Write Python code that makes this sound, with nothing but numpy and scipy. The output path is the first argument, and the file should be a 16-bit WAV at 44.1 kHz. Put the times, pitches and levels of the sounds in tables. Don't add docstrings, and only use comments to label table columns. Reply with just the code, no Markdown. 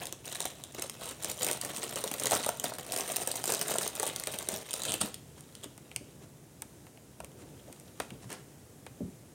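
import sys
import numpy as np
from scipy import signal
from scipy.fft import rfft, irfft, next_fast_len
from scipy.io import wavfile
from scipy.ndimage import uniform_filter1d, map_coordinates

SR = 44100
rng = np.random.default_rng(int(sys.argv[2]) if len(sys.argv) > 2 else 0)


def generate_wav(signal):
    frames = np.transpose(np.atleast_2d(signal))
    scaled = np.clip(frames, -1, 1) * 32767
    pcm = np.round(scaled).astype(np.int16)
    wavfile.write(sys.argv[1], SR, pcm)


N = 411894


def amp(db):
    return 10 ** (np.asarray(db) / 20)


def unit(x):
    return x / np.sqrt(np.mean(x ** 2) + 1e-20)


def along(points, hz):
    point_hz, values = np.transpose(points)
    return np.interp(np.log(hz + 1), np.log(point_hz + 1), values)


def curve(rows):
    return np.interp(np.arange(N) / SR, *np.transpose(rows))


def wobble(rate):
    knots = rng.standard_normal(int(N * rate / SR) + 4)
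    return map_coordinates(knots, [np.arange(N) * rate / SR], order=1)


def filtered(x, response):
    padded = next_fast_len(N + SR // 2)
    hz = np.fft.rfftfreq(padded, 1 / SR)
    return irfft(rfft(x, padded) * response(hz), padded)[:N]


def add(track, s, sound):
    room = track[max(round(s * SR), 0):][:len(sound)]
    room += sound[:len(room)]


def bursts(spectrum, t60, vary_db, count, even=0, size=2048):
    hz, t = np.fft.rfftfreq(size, 1 / SR), np.arange(size) / SR
    knots_hz = np.geomspace(100, 16000, 26)
    variation = np.array([np.interp(hz, knots_hz, row) for row in rng.standard_normal((count, len(knots_hz)))])
    decay = np.log(1000) * t / t60
    envelope = decay * np.exp(-decay)
    kicks = rfft(rng.standard_normal((count, size)) * envelope)
    ripple = np.abs(kicks) + np.abs(kicks).mean() / 10
    gain = amp(along(spectrum, hz) + vary_db * variation)
    cepstrum = irfft(np.log(gain + 1e-6) - even * np.log(ripple))
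    body = np.exp(rfft(2 * cepstrum[:, :size // 2], size))
    rings = irfft(kicks * body)
    return rings / np.linalg.norm(rings, axis=1, keepdims=True) * np.sqrt(SR / 1000)


def shower(spectrum, t60, vary_db, rate, spread_db, clump_db, count=127):
    facets = bursts(spectrum, t60, vary_db, count=count)
    sizes = amp(spread_db * np.clip(rng.standard_normal(N), -2, 2) + clump_db * wobble(50))
    x = np.zeros(N)
    for i in np.flatnonzero(rng.random(N) < rate / SR):
        add(x, i / SR, sizes[i] * facets[i % count])
    power = uniform_filter1d(uniform_filter1d(x ** 2, size=2000), size=2000)
    return x / np.sqrt(np.abs(power) + 1e-9)


def strokes(rows):
    t = np.arange(N) / SR
    return sum(amp(db) * np.exp(-((t - s) / half) ** 2 / 2) for s, half, db in rows)


# frequency_hz, density_db (per Hz)
AIR_SPECTRUM = [(45, -15), (65, -8), (100, -5), (135, -0.5), (175, -6.5), (390, -10.5), (620, -17),
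                (1100, -25.5), (4500, -32), (6300, -27.5), (9000, -27), (16000, -35.5)]
AIR_DB = -54


def air():
    noise = filtered(rng.standard_normal(N), lambda hz: amp(along(AIR_SPECTRUM, hz)))
    return amp(AIR_DB + 0.89 * wobble(2.96)) * unit(noise)


# frequency_hz, t60_s
KITCHEN_DECAY = [(150, 0.3), (600, 0.36), (3000, 0.51), (9000, 0.32)]
DULL_HZ = 9000
WALL_DELAY_S = 0.007


def kitchen(x, table_db, walls_db, count=24):
    out = x.copy()
    for part in np.array_split(np.arange(N), count):
        hz, t, bands = signal.stft(rng.standard_normal(SR // 3), SR, nperseg=256)
        decay = amp(-60 * t / along(KITCHEN_DECAY, hz)[:, None])
        tail = signal.istft(bands * decay, SR, nperseg=256)[1]
        t = np.arange(len(tail)) / SR
        early = 1 + 1.24 * np.exp(-t / 0.012)
        walls = tail * (t > WALL_DELAY_S) * early
        table = rng.standard_normal(len(t)) * np.exp(-t / 0.0054) * (1 - np.exp(-t / 0.0011))
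        answer = amp(walls_db) * walls / np.linalg.norm(walls) + amp(table_db) * table / np.linalg.norm(table)
        answer = signal.lfilter(*signal.butter(1, DULL_HZ, fs=SR), answer)
        add(out, part[0] / SR, signal.fftconvolve(x[part], answer))
    return out


# middle_s, half_length_s, level_db
ARM_MOVES = [(6.24, 0.022, -55), (7.46, 0.1, -52.5), (7.695, .016, -47.5), (8.145, .02, -49)]
# frequency_hz, density_db (per Hz)
CLOTH_SPECTRUM = [(40, -12), (150, 0), (600, -11), (3000, -45)]


def cloth():
    rush = unit(filtered(rng.standard_normal(N), lambda hz: amp(along(CLOTH_SPECTRUM, hz))))
    return strokes(ARM_MOVES) * rush


# start_s, level_db, pitch_hz
BUMPS = [(.79, -32.5, 326), (.843, -33, 560), (1.511, -26.5, 456), (2.04, -23.5, 472), (2.331, -16, 620),
         (2.465, -20.5, 592), (2.489, -18, 667), (2.72, -27, 656), (3.712, -22.5, 620), (3.755, -20, 650),
         (4.03, -22, 833), (4.53, -33, 215), (5.035, -31, 214), (5.659, -38.5, 290), (6.01, -37.5, 279),
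         (7.203, -33, 677), (7.21, -46, 71), (7.237, -39, 530), (8.118, -37, 225), (8.253, -41, 128),
         (9.006, -27, 280), (9.017, -28.5, 205), (9.031, -32.5, 112), (9.048, -33, 190), (9.076, -39, 200)]


def bumps():
    x, t = np.zeros(N), np.arange(SR // 4) / SR
    for s, db, hz in BUMPS:
        turns = hz * t
        phase = 2 * np.pi * turns
        tone = np.sin(phase) + 0.52 * np.sin(1.35 * phase) + 0.31 * np.sin(2.06 * phase)
        envelope = np.exp(-turns / 1.75) * (1 - np.exp(-turns / 0.6))
        add(x, s, amp(db + 4) * tone * envelope)
    return x


# middle_s, half_length_s, level_db
SCUFFS = [(.787, .005, -39.5), (5.385, 0.0089, -53.5), (5.643, 0.011, -51), (7.405, 0.016, -52),
          (8.025, 0.021, -48.5), (8.233, 0.011, -50.5), (8.318, 0.018, -44.5), (8.36, 0.035, -55),
          (6.226, .019, -57.5)]
# frequency_hz, density_db (per Hz)
SCRAPE_SPECTRUM = [(100, -7), (400, 5.5), (800, -3), (1600, -7), (4200, -13), (9000, -11), (15000, -30)]
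# middle_s, half_length_s, level_db
SLIDES = [(1.065, 0.037, -45.5), (4.897, 0.037, -35.5), (5.015, 0.0058, -29.5), (5.637, .005, -43.5)]
# frequency_hz, density_db (per Hz)
SLIDE_SPECTRUM = [(200, -0.5), (630, 4.5), (900, -9.5), (1300, 0), (2100, -15), (3000, 3), (4000, 0.5),
                  (5700, -14), (8700, 5.5), (11000, -11), (16000, -27)]


def scuffs():
    scrape = shower(SCRAPE_SPECTRUM, t60=0.0071, vary_db=2.5, rate=1100, spread_db=1.5, clump_db=3.0)
    slide = shower(SLIDE_SPECTRUM, t60=0.0028, vary_db=1.0, rate=1200, spread_db=7.0, clump_db=-1.5)
    return strokes(SCUFFS) * scrape + strokes(SLIDES) * slide


# start_s, level_db, ring_db and body_db (relative to level_db)
CRACKS = [(5.4075, -40, -35, -30), (5.778, -41.5, -30, -13), (5.9152, -47.5, -2.5, -7),
          (5.9617, -22.5, -15, -29), (6.6206, -28, -30, -18.5), (6.8671, -51.5, -9, -4),
          (6.974, -57, -4, -2), (7.203, -38.5, -15, -10), (7.2455, -36.5, -17, -22),
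          (7.727, -39.5, -24, -19), (7.799, -43, -29, -29), (8.0008, -28, -13.5, -3),
          (8.105, -43, -7, -8.5), (8.303, -39.5, -19, -6.5), (8.328, -32.5, -31, -25),
          (8.865, -42, -15, -3)]
# frequency_hz, density_db (per Hz)
CLICK_SPECTRUM = [(1000, -50), (3000, -16), (5000, -8), (6300, -4), (7600, -3), (8800, 4.5), (10000, -2.5),
                  (11200, -14.5), (14400, -5), (16000, -25)]
# frequency_hz, density_db (per Hz)
WAFER_RING = [(1500, -28), (2250, -0.5), (2850, 0.5), (3800, -16), (4700, -12), (9000, -44)]
# frequency_hz, density_db (per Hz)
WAFER_BODY = [(150, -8), (320, -4.5), (750, -1.5), (1300, -6.5), (1900, -9.5), (4000, -14.5), (8000, -50)]


def cracks():
    x, count = np.zeros(N), len(CRACKS)
    edges = bursts(CLICK_SPECTRUM, t60=0.003, vary_db=1, count=count, even=1)
    rings = bursts(WAFER_RING, t60=0.0025, vary_db=1, count=count, even=0.9)
    bodies = bursts(WAFER_BODY, t60=0.017, vary_db=1.5, count=count, even=0.5)
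    for (s, db, ring_db, body_db), edge, ring, body in zip(CRACKS, edges, rings, bodies):
        sharp = amp(db - 1.0) * edge
        add(x, s, sharp + amp(db + ring_db + 9.5) * ring + amp(db + body_db + 9.5) * body)
    return x


# start_s, level_db (click), pop_db (panel, relative to the click)
CREASES = [(.055, -23, -23), (0.069, -22.5, -33), (.125, -20.5, -20), (.275, -31, -19),
           (.325, -24.5, -19.5), (0.3493, -26, -27), (0.404, -16.5, -18), (0.4538, -16.5, -18),
           (.638, -23, -38), (0.7472, -26.5, -15.5), (0.8225, -16.5, -23), (0.897, -21.5, -39),
           (1.057, -25, -23), (1.2454, -14.5, -21.5), (1.315, -17.5, -41), (1.4303, -13.5, -21),
           (1.446, -13, -25), (1.4656, -13.5, -19), (1.513, -12, -36), (1.5304, -17, -27),
           (1.613, -15.5, -42), (1.6487, -20, -25), (1.763, -20, -32), (1.8307, -19.5, -30),
           (1.958, -16.5, -18), (2.0396, -15.5, -21), (2.114, -18.5, -16.5), (2.139, -18, -20),
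           (2.1984, -16, -36), (2.257, -12, -25), (2.2687, -15, -19), (2.3097, -12, -18.5),
           (2.3184, -12, -11), (2.332, -15, -19), (2.339, -17, -24), (2.4627, -14.5, -26),
           (2.4905, -13, -21), (2.5976, -16, -27), (2.6408, -15.5, -11.5), (2.7374, -25.5, -22),
           (2.7841, -26.5, -10.5), (2.921, -16.5, -36), (2.9629, -15.5, -20), (2.975, -18, -24),
           (3.008, -17.5, -23), (3.0774, -23, -31), (3.1607, -14.5, -32), (3.1662, -10.5, -29),
           (3.274, -11.5, -19.5), (3.315, -13.5, -35), (3.3559, -19.5, -18), (3.4399, -15, -20.5),
           (3.456, -16, -33), (3.477, -14.5, -27), (3.5213, -10.5, -24.5), (3.537, -16, -19),
           (3.593, -20, -32), (3.613, -12, -26), (3.682, -20, -27), (3.7126, -21, -20), (3.7393, -18, -15),
           (3.784, -10.5, -21), (3.8773, -15.5, -30), (3.953, -23, -20), (3.9977, -13, -16.5),
           (4.03, -14.5, -18), (4.066, -18.5, -23), (4.161, -16, -26), (4.198, -18.5, -33),
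           (4.2369, -18.5, -28), (4.2712, -15.5, -15.5), (4.3873, -16.5, -37), (4.4874, -11.5, -21.5),
           (4.5395, -21, -21), (4.7083, -21, -34), (4.7315, -18.5, -38), (4.7383, -14, -24),
           (4.819, -20, -26), (4.835, -19, -24), (4.8525, -19, -28), (4.92, -14.5, -31),
           (4.9396, -13.5, -20.5), (5.0145, -12, -25), (5.143, -24.5, -40), (5.552, -32, -30),
           (5.642, -27.5, -18)]
# frequency_hz, density_db (per Hz)
FOLD_SPECTRUM = [(400, -33), (1000, -6), (1550, -11), (1950, -2.5), (2350, -6), (3000, 0), (3900, 0.5),
                 (4700, -9.5), (7000, -4), (14000, -20)]
# frequency_hz, density_db (per Hz)
PANEL_SPECTRUM = [(60, -28.5), (150, -9), (250, -6.5), (450, -0.5), (620, 0.5), (850, -7.5), (1300, -12),
                  (2000, -14.5), (4000, -21.5)]
# start_s, ring_db
SLACK = [(0, 4), (.9, 4), (1.4, -1), (2.4, 1.5), (3.5, -2), (4.4, 1.5), (4.75, 4), (5.2, 6.5)]
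RING_DB, RING_GROWS = -22, 0.78


def creases():
    x, count = np.zeros(N), len(CREASES)
    clicks = bursts(CLICK_SPECTRUM, t60=0.0032, vary_db=4, count=count, even=0.2)
    rings = bursts(FOLD_SPECTRUM, t60=0.0028, vary_db=5, count=count)
    pops = bursts(PANEL_SPECTRUM, t60=0.014, vary_db=3.5, count=count, even=0.3)
    seconds = bursts(CLICK_SPECTRUM, t60=0.003, vary_db=3.5, count=count)
    lags_s = rng.uniform(0.00054, 0.0025, count)
    for row, click, ring, pop, second, lag in zip(CREASES, clicks, rings, pops, seconds, lags_s):
        s, db, pop_db = row
        ring_db = RING_DB + RING_GROWS * db + np.interp(s, *np.transpose(SLACK))
        add(x, s, amp(db - 9.5) * click + amp(ring_db) * ring + amp(db + pop_db + 6.5) * pop)
        add(x, s + lag, amp(db - 16) * second)
    return x


STRAIN_DB, STRAIN_S = -4.5, 0.011


def strain():
    db, t = np.zeros(N), np.arange(-(SR // 16), 0) / SR
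    lull = STRAIN_DB * np.exp(t / STRAIN_S)
    for s, *_ in CREASES:
        add(db, s + t[0], lull)
    return amp(db)


ATTACK_S, RELEASE_S = 0.037, 0.034


def squeeze(start, length):
    t = np.arange(N) / SR - start
    return np.clip(1 + t / ATTACK_S, 0, 1) * np.exp(-np.clip((t - length) / RELEASE_S, 0, 20))


# start_s, length_s, level_db (crackle), panel_db (rustle, relative to the crackle)
SQUEEZES = [(0.0, 0.055, -47, 1), (0.268, 0.1, -45.5, -6.5), (0.41, 0.04, -39.5, -7),
            (0.793, 0.055, -45.5, -11), (1.014, 0.088, -45.5, -3), (1.234, 0.091, -40, -7.5),
            (1.412, 0.11, -33.5, -4.5), (1.63, 0.092, -42.5, -2), (1.772, 0.097, -39, -5),
            (1.915, 0.53, -40.5, -5), (2.239, 0.03, -34.5, -4), (2.335, 0.012, -33, -0.5),
            (2.436, 0.063, -37.5, -13), (2.646, 0.011, -34, -3), (2.725, 0.12, -48.5, -2),
            (2.904, 0.13, -37, -2), (3.093, 0.13, -39, -4), (3.285, 0.11, -37.5, -4),
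            (3.467, 0.15, -34, -3), (3.673, 0.19, -35.5, -6), (3.971, 0.018, -39.5, -7.5),
            (4.043, 0.031, -37, -6), (4.144, 0.28, -48.5, -10), (4.49, 0.071, -43, -2),
            (4.685, 0.13, -41.5, -5.5), (4.818, 0.13, -44, 1), (5.021, 0.041, -45, -1.5)]
# start_s, level_db (crackle)
HOLD = [(0, -70), (.7, -58), (2.2, -49.5), (2.8, -56.5), (4.4, -46.5), (5.17, -77), (5.5, -67), (6.8, -81),
        (7.45, -67.5), (8.2, -70), (8.6, -80)]
HOLD_RUSTLE_DB = -1
JERK_DB, JERKS_PER_S = 4.5, 45


def crinkle():
    hold_db, slack_db = curve(HOLD), curve(SLACK)
    creasing = amp(hold_db) ** 2
    flexing = amp(hold_db + HOLD_RUSTLE_DB) ** 2
    for start, length, db, panel_db in SQUEEZES:
        effort = squeeze(start, length) ** 2
        creasing = creasing + amp(db) ** 2 * effort
        flexing = flexing + amp(db + panel_db) ** 2 * effort
    bright = shower(CLICK_SPECTRUM, t60=0.002, vary_db=3.5, rate=210, spread_db=4.0, clump_db=6.5)
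    coarse = shower(FOLD_SPECTRUM, t60=0.003, vary_db=7.0, rate=320, spread_db=5.0, clump_db=4.5)
    rustle = shower(PANEL_SPECTRUM, t60=0.011, vary_db=2.5, rate=300, spread_db=4.0, clump_db=3)
    grip = strain() * amp(JERK_DB * np.tanh(wobble(JERKS_PER_S)))
    crackle = np.sqrt(creasing) * (amp(-4.0) * bright + amp(slack_db - 6.5) * coarse)
    return grip * (crackle + np.sqrt(flexing) * rustle)


def scene():
    packet = kitchen(crinkle() + creases() + scuffs() + bumps(), table_db=-11.0, walls_db=-8.0)
    near = kitchen(cracks(), table_db=-12, walls_db=-13.5)
    return (packet + near + cloth() + air())[None]


TOP_HZ = 16000


def record(dry):
    thin = signal.sosfilt(signal.butter(4, 50, "high", fs=SR, output="sos"), dry[0])
    return filtered(thin, lambda hz: 1 / np.sqrt(1 + (hz / TOP_HZ) ** 160))[None]


dry = scene()
out = record(dry)
generate_wav(out)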